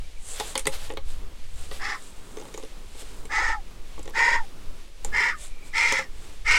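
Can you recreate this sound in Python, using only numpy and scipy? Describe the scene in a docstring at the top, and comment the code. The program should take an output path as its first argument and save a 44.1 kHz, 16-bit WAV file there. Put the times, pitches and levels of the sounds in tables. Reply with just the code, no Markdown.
"""Outdoors, one microphone near a wooden nest box. Light gusts rumble on it over a faint hiss,
with a trace of thin wheeze. Within the first second a vulture hops from a beam onto the box:
wings swish, talons knock and scrape, the beam thumps. From 1.8 s come six harsh calls, with
shuffling in between. Each is one push of air: a rough, reedy buzz through the throat and open
beak that arches in pitch and clears to a tone as it fades."""
import sys
import numpy as np
from scipy import signal
from scipy.fft import rfft, irfft, next_fast_len
from scipy.io import wavfile
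from scipy.ndimage import uniform_filter1d, map_coordinates

SR = 44100
rng = np.random.default_rng(int(sys.argv[2]) if len(sys.argv) > 2 else 0)


def to_wav(sig):
    """Store sig (one row per channel, or 1-D mono) as 16-bit WAV at the path in sys.argv[1].

    Samples outside -1..1 are clipped; the rate is SR.
    """
    pcm = np.clip(np.atleast_2d(sig), -1, 1) * 32767
    pcm = np.round(pcm).astype(np.int16)
    wavfile.write(sys.argv[1], SR, pcm.T)  # frames by channels


N = 290178

# gusts on the microphone: (time [s], half length [s], level [dB])
MIC_GUSTS = [(0.01, 0.13, -29), (0.728, 0.12, -28.5), (1.217, 0.5, -27.5), (1.58, 0.14, -21),
             (3.48, 0.34, -29.5), (4.366, 0.069, -22.5), (4.67, 0.077, -23.5), (5.104, 0.1, -23.5),
             (6.17, 0.068, -25), (6.547, 0.1, -25)]
# spectra of wind on the microphone, outdoor hiss and low air: (frequency [Hz], level [dB])
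RUMBLE_COLOUR = [(4, 11), (10, 14.5), (18, 5.5), (28, -0.5), (45, -8), (75, -14), (110, -25), (200, -36),
                 (500, -74)]
OUTDOOR_COLOUR = [(200, -9), (450, 4), (1200, -2.5), (2200, 3), (3600, 2), (5500, -2), (8000, -4),
                  (11000, -9.5), (15500, -23)]
AIR_COLOUR = [(60, -11), (110, -1.5), (260, -1.5), (420, -2.5), (700, -10), (1200, -9), (3000, -30),
              (6000, -29.5)]
# faint wheezes: (time [s], half length [s], level [dB])
WHEEZE_SWELLS = [(0.047, 0.0072, -52.5), (0.174, 0.011, -54.5), (5.63, 0.18, -56.5)]
# their narrow spectrum: (frequency [Hz], level [dB])
WHEEZE_COLOUR = [(2000, -45), (2300, -1), (2410, -5), (2520, -12), (2900, -43)]
# wing movements: (peak time [s], rise [s], fall [s], swish [dB], feathers sliding [dB])
WING_MOVES = [(0.32, 0.082, 0.068, -47.5, -40.5), (0.40, 0.06, 0.078, -39, -54),
              (0.47, 0.037, 0.11, -44.5, -44.5), (0.742, 0.023, 0.035, -37.5, -53),
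              (0.81, 0.055, 0.086, -43, -52.5), (1.11, 0.048, 0.056, -49, -55),
              (1.62, 0.11, 0.13, -52, -54), (1.73, 0.02, 0.092, -44, -53), (2.04, 0.17, .15, -54, -54.5),
              (2.52, 0.45, .14, -60, -58), (3.01, 0.036, 0.023, -45, -46.5), (3.12, 0.31, 0.2, -59, -58.5),
              (5.419, 0.039, 0.059, -46, -43), (5.67, 0.029, 0.023, -52.5, -50.5),
              (6.25, 0.095, 0.12, -62, -58.5)]
# spectra of a wing's swish and of sliding feathers: (frequency [Hz], level [dB])
SWISH_COLOUR = [(200, -24), (450, 6.5), (1200, 2.5), (2200, 1.5), (3600, 5.5), (5500, -1), (8000, -4),
                (11000, -4.5), (15500, -16)]
SLIDE_COLOUR = [(4000, -33), (6400, -6), (7500, 0), (8500, -0.5), (10000, -7.5), (12000, -23), (15500, -31)]
# talons and wing tips on wood: (time [s], knock [dB], scrape [dB], snap [dB], quill ring [Hz])
WOOD_STRIKES = [(0.399, -33.5, -25, -19.5, 4050), (0.407, -32, -28.5, -31, 4030),
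                (0.554, -30.5, -20.5, -24.5, 4600), (0.577, -44, -25.5, -18, 9100),
                (0.594, -54, -32, -23.5, 9000), (0.655, -38, -28, -31, 4540),
                (0.669, -34, -18.5, -20, 8000), (0.673, -32.5, -42, -23, 10300),
                (0.902, -37, -32, -63, 4500), (0.971, -38.5, -27.5, -57, 4500),
                (1.713, -40.5, -32, -39, 4480), (2.37, -38.5, -41.5, -41, 6160),
                (2.422, -44, -44, -50, 6000), (2.541, -49, -35, -38, 6200), (2.576, -39.5, -42, -34, 6700),
                (3.254, -50, -43, -39, 7540), (3.979, -44.5, -44, -59, 4500),
                (4.029, -70, -54, -38.5, 7400), (4.077, -43, -38.5, -42, 7050),
                (5.047, -38.5, -34.5, -24, 7360), (5.923, -32, -24, -18.5, 6230),
                (5.988, -33.5, -37, -31, 6940)]
# modes of the box and beam: (frequency [Hz], level [dB], t60 [s])
BOARD_MODES = [(147, -30, .09), (263, -8, 0.064), (332, -1.5, 0.065), (440, 3, 0.06), (528, -1.5, 0.11),
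               (675, -8, 0.031), (750, -1.5, 0.027), (835, -2.5, 0.093), (946, 1.5, 0.034),
               (1130, -5.5, 0.042)]
# spectra of a talon's scrape and a quill's snap: (frequency [Hz], level [dB])
SCRAPE_COLOUR = [(500, -28), (1200, 2.5), (1650, -3), (2020, 3), (2500, -0.5), (3700, 1), (6000, -25),
                 (12000, -25)]
SNAP_COLOUR = [(2500, -15.5), (5500, 4), (7500, 6), (10000, 0.5), (13000, -10), (16000, -24)]
# feet shuffling on the boards: (start [s], end [s], level [dB])
FOOT_SHUFFLES = [(0.422, 0.472, -43), (0.893, 1.001, -40.5), (1.555, 1.779, -55), (2.35, 2.685, -42.5),
                 (2.947, 3.036, -48), (3.979, 4.13, -42.5), (4.701, 4.929, -57.5)]
# the calls: (start [s], push length [s], top pitch [Hz], beak resonance [Hz], squawk [dB], hiss [dB],
# 2nd harmonic [dB], 3rd harmonic [dB], 2nd lingers [s], 3rd lingers [s])
CALLS = [(1.784, 0.15, 440, 1926, -31, -38.5, -43.5, -37.5, 0.011, 0.024),
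         (3.288, 0.23, 454.3, 1918, -25.5, -35, -32.5, -33, 0.064, 0.031),
         (4.133, 0.22, 476.2, 1946, -20.5, -31, -29.5, -35, 0.0662, 0.039),
         (5.116, .18, 468.5, 2002, -21, -33.5, -35.5, -35.5, .004, .054),
         (5.725, .27, 472, 2101, -21.5, -29, -36.5, -35.5, 0.019, 0.017),
         (6.444, 0.24, 485, 2160, -18.5, -27.5, -36.5, -28.5, 0.021, 0.021)]
# spectrum of air rasping in a beak that resonates at 2000 Hz: (frequency [Hz], level [dB])
BREATH_COLOUR = [(200, -6.5), (700, -4), (1200, 1), (1700, -3), (2600, 8), (3000, 3.5), (3400, 4.5),
                 (4400, 2), (5300, 8.5), (6000, -2), (7300, 1), (8300, -5.5), (9300, -11), (12000, -21.5),
                 (15500, -30)]
# whistling resonances of the windpipe: (frequency [Hz], level [dB])
WINDPIPE_MODES = [(3330, -3), (5280, -2.5), (6250, 0), (8150, -14)]


def amp(db):
    """Decibels to gain."""
    return 10 ** (np.asarray(db) / 20)


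def unit(x):
    """Scale to rms 1."""
    return x / np.sqrt(np.mean(x ** 2) + 1e-20)


def wobble(rate, size):
    """A smooth random curve with rate knots a second."""
    at = np.arange(size) * rate / SR
    return map_coordinates(rng.standard_normal(size // 8 + 8), [at], mode="mirror")


def filtered(x, response):
    """x through a frequency response."""
    m = next_fast_len(len(x) + 8192)
    return irfft(rfft(x, m) * response(np.fft.rfftfreq(m, 1 / SR)), m)[:len(x)]


def noise(colour, size):
    """Noise of rms 1, shaped by (frequency [Hz], level [dB]) points."""
    hz, db = np.transpose(colour)
    response = lambda f: amp(np.interp(np.log(f + 1), np.log(hz), db))
    return unit(filtered(rng.standard_normal(size), response))


def add(track, s, sound):
    """Mix a sound into the track at s seconds."""
    part = track[max(round(s * SR), 0):][:len(sound)]
    part += sound[:len(part)]


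def swell(s, rise, fall):
    """A smooth hump of height 1 that peaks at s seconds."""
    t = np.arange(N) / SR - s
    return np.exp(-(t / np.where(t < 0, rise, fall)) ** 2)


def resonance(f, hz, width):
    """Causal response of one resonance, gain 1 at its centre."""
    return 1j * f * width / (hz * hz - f * f + 1j * f * width)


def breeze(lull_db=-33.5, background_db=-54.5):
    """Lumpy wind right on the microphone, over the air of the hillside beyond."""
    gust_power = sum((amp(db) * swell(s, half, half)) ** 2 for s, half, db in MIC_GUSTS)
    strength = np.sqrt(amp(lull_db) ** 2 + gust_power)
    rumble = strength * amp(2.8 * wobble(6, N)) * noise(RUMBLE_COLOUR, N)
    hiss = amp(background_db + 1.5 * wobble(11, N)) * noise(OUTDOOR_COLOUR, N)
    air = amp(background_db + 4.24 * wobble(7.5, N)) * noise(AIR_COLOUR, N)
    return rumble + air + hiss


def wheezes():
    """A thin, narrow whistle of noise, barely above the background."""
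    level = sum(amp(db) * swell(s, half, half) for s, half, db in WHEEZE_SWELLS)
    return level * noise(WHEEZE_COLOUR, N)


def plumage():
    """Wings push air and stiff feathers slide over each other in tiny catches."""
    moves = [(swell(s, rise, fall), swish, slide) for s, rise, fall, swish, slide in WING_MOVES]
    swish = np.linalg.norm([amp(db) * hump for hump, db, _ in moves], axis=0)
    slide = np.linalg.norm([amp(db) * hump for hump, _, db in moves], axis=0)
    catches = unit(amp(2.8 * wobble(420, N)))
    flutter = amp(1.2 * wobble(22, N))
    return flutter * (swish * noise(SWISH_COLOUR, N) + slide * noise(SLIDE_COLOUR, N) * catches)


def contact(knock_db, scrape_db, snap_db, quill_hz, firm_knock_db=-39.5):
    """One contact rings the boards, scrapes along them and snaps a quill."""
    n = SR // 6
    t = np.arange(n) / SR
    fade = lambda t60: amp(-60 * t / t60)
    rise = lambda s: 1 - np.exp(-t / s)
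    tilt_db_per_octave = 0.48 * (knock_db - firm_knock_db)  # softer knocks are duller
    boards = np.zeros(n)
    for hz, db, t60 in BOARD_MODES:
        gain = amp(db + tilt_db_per_octave * np.log2(hz / 500) + rng.normal(0, 4.3))
        cycles = hz * rng.normal(1, 0.023) * t + rng.random()
        boards += gain * fade(t60) * np.sin(2 * np.pi * cycles)
    knock = amp(knock_db) * boards * rise(0.00058)
    scrape = amp(scrape_db) * noise(SCRAPE_COLOUR, n) * fade(0.031) * rise(0.00065)
    crack = noise(SNAP_COLOUR, n) * (1.3 * fade(0.0059) + amp(-15.5) * fade(0.037))
    quill = unit(filtered(rng.standard_normal(n), lambda f: resonance(f, quill_hz, .18 * quill_hz) ** 2))
    snap = amp(snap_db) * (crack + amp(1.5) * quill * fade(0.015)) * rise(0.00038)
    return knock + scrape + snap


def scattered(x, echo_db, t60):
    """The direct sound, then a short scatter from nearby boards and bushes."""
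    t = np.arange(SR // 5) / SR
    tail = rng.standard_normal(len(t)) * amp(-60 * t / t60) * (t > .002)
    return signal.fftconvolve(x, (t == 0) + amp(echo_db) * tail / np.linalg.norm(tail))


def strikes():
    """Clear blows of talons and wing tips on the wood."""
    out = np.zeros(N)
    for s, *blow in WOOD_STRIKES:
        add(out, s, contact(*blow))
    return scattered(out, echo_db=-7.0, t60=0.12)[:N]


def shuffling(steps_per_s=40, quill_hz=7000):
    """Many light contacts at chance moments as the bird finds its footing."""
    out = np.zeros(N)
    for start, end, db in FOOT_SHUFFLES:
        steps = round((end - start) * steps_per_s) + 1
        times = rng.uniform(start, end, steps)
        levels_db = db + rng.normal(0, 1.4, (steps, 3))
        for s, (knock, scrape, snap) in zip(times, levels_db):
            add(out, s, contact(knock - 6, scrape - 5, snap - 4, quill_hz * rng.lognormal(0, 0.27)))
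    return out


def beam_thump(s=.672):
    """The beam flexes and cracks as the bird kicks off it."""
    out, t = np.zeros(N), np.arange(SR // 4) / SR

    def mode(hz, db, t60, rise_s):
        return amp(db - 60 * t / t60) * (1 - np.exp(-t / rise_s)) * np.sin(2 * np.pi * hz * t)

    flex = mode(hz=150, db=-29, t60=0.1, rise_s=0.0036)
    crack = mode(hz=2020, db=-15, t60=0.027, rise_s=0.00033)
    add(out, s, flex + crack)
    return out


def push_db(age, length, attack_s, sag_db_per_s, release_db_per_s):
    """One push of air swells from silence, sags while it is held and is let go."""
    onset_db = -34.5 * np.exp(-age / attack_s)
    return onset_db - sag_db_per_s * age - release_db_per_s * np.maximum(age - length, 0)


def arch(age, end, scoop_s=.048, droop_s=0.03574):
    """Pitch as a share of its top: it scoops up, then droops as the voice ends."""
    scoop = .13 * np.exp(-age / scoop_s)
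    droop = .092 * np.exp((age - end) / droop_s)
    return np.maximum(1 - scoop - droop, .75)


def partial(phase, rough, wander, flicker_db):
    """One tone whose phase and strength waver with the roughness."""
    n = len(phase)
    flicker = amp(flicker_db * rough * wobble(149.6, n))
    return unit(flicker * np.cos(phase + wander * rough * wobble(174.46, n)))


def throat_buzz(pitch_hz, rough, jitter=0.0412, harmonics=8):
    """A reedy buzz with rasping noise; uneven cycles smear its upper harmonics."""
    n = len(pitch_hz)
    phase = 2 * np.pi * np.cumsum(pitch_hz * (1 + jitter * rough * wobble(380, n))) / SR
    buzz = unit(sum(np.cos(k * phase) for k in range(1, harmonics + 1)))
    return buzz + 2 * rough * rng.standard_normal(n)


def beak(buzz, centre_hz, rough, width_hz=865):
    """The beak's moving resonance narrows the buzz to a grate and rings as a wavering screech."""
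    stops = np.linspace(centre_hz.min() - 1, centre_hz.max() + 1, 4)  # four bands to cross-fade
    shares = [np.interp(centre_hz, stops, row) for row in np.eye(len(stops))]
    band = lambda hz: filtered(buzz, lambda f: np.abs(resonance(f, hz, width_hz)) ** 4)
    grate = sum(share * band(hz) for share, hz in zip(shares, stops))
    grate /= np.sqrt(np.abs(uniform_filter1d(grate ** 2, size=1100)) + 1e-9)  # even out the level
    screech = partial(2 * np.pi * np.cumsum(centre_hz) / SR, rough, wander=1.36, flicker_db=5.5)
    grate_share = np.clip(0.68 * np.sqrt(rough), 0, 1)
    return np.sqrt(grate_share) * grate + np.sqrt(1 - grate_share) * screech


def whistles(pitch_hz, rough):
    """The windpipe rings in the air stream; its notes rise and fall with the call."""
    phase_per_hz = 2 * np.pi * np.cumsum((pitch_hz / pitch_hz.max()) ** .6) / SR
    notes = [(hz * rng.normal(1, .025), db + rng.normal(0, 3)) for hz, db in WINDPIPE_MODES]
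    return unit(sum(amp(db) * partial(hz * phase_per_hz, rough, wander=2.67, flicker_db=3)
                    for hz, db in notes))


def breath(pitch_hz, beak_hz, rough, flutter, whistle_db=-9):
    """Air escapes in irregular puffs, higher in colour the higher the beak resonates."""
    n = len(pitch_hz)
    colour = [(hz * (beak_hz / 2000) ** .5, db) for hz, db in BREATH_COLOUR]
    puffs = flutter * amp(2.9 * wobble(700, n))
    return unit(puffs * noise(colour, n)) + amp(whistle_db) * whistles(pitch_hz, rough)


def call(length, top_hz, beak_hz, squawk_db, hiss_db, second_db, third_db, second_lingers, third_lingers):
    """One call: the harder the push, the more chaotic the vibration."""
    n = SR // 2
    age = np.arange(n) / SR
    effort_db = push_db(age, length, attack_s=0.0175, sag_db_per_s=23, release_db_per_s=371)
    air_db = push_db(age, length, attack_s=0.022, sag_db_per_s=32, release_db_per_s=371)
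    pitch_hz = top_hz * arch(age, length + max(second_lingers, third_lingers))
    rough = np.clip(2.1 + (effort_db - effort_db.max()) / 14, .2, 1)
    buzz = throat_buzz(pitch_hz, rough)
    flutter = amp(rough * wobble(160.4, n))
    # the beak opens, then slowly closes; its resonance follows and drops further as the push fades
    gape = 1 - .2 * np.exp(-age / .026) - 0.361 * (age - length / 2)
    centre_hz = beak_hz * (gape + 0.046 * (rough - 1) * (age > length))
    squawk = amp(squawk_db + effort_db) * beak(flutter * buzz, centre_hz, rough)
    # the throat lets three harmonics through as hoarse tones; the upper two linger past the push
    phase = 2 * np.pi * np.cumsum(pitch_hz) / SR
    held = lambda s: amp(push_db(age, length + s, attack_s=.018, sag_db_per_s=21.5, release_db_per_s=760))
    tones = amp(second_db - 11) * held(0) * partial(phase, rough, wander=1.17, flicker_db=5)
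    tones += amp(second_db) * held(second_lingers) * partial(2 * phase, rough, wander=1.05, flicker_db=4)
    tones += amp(third_db) * held(third_lingers) * partial(3 * phase, rough, wander=2.67, flicker_db=2)
    hiss = amp(hiss_db + air_db) * breath(pitch_hz, beak_hz, rough, flutter)
    return np.clip(age / 0.0044, 0, 1) * (squawk + tones + hiss)


def calls():
    """Six calls reach the microphone, each with its short scatter."""
    out = np.zeros(N)
    for s, *voice in CALLS:
        add(out, s, scattered(call(*voice), echo_db=-2.5, t60=0.053))
    return out


def scene():
    """The vulture and the wind at one microphone."""
    return (breeze() + wheezes() + plumage() + strikes() + shuffling() + beam_thump() + calls())[None]


def record(dry):
    """The recorder keeps nothing above 15.9 kHz."""
    return np.array([filtered(x, lambda hz: hz < 15900) for x in dry])


dry = scene()
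out = record(dry)
to_wav(out)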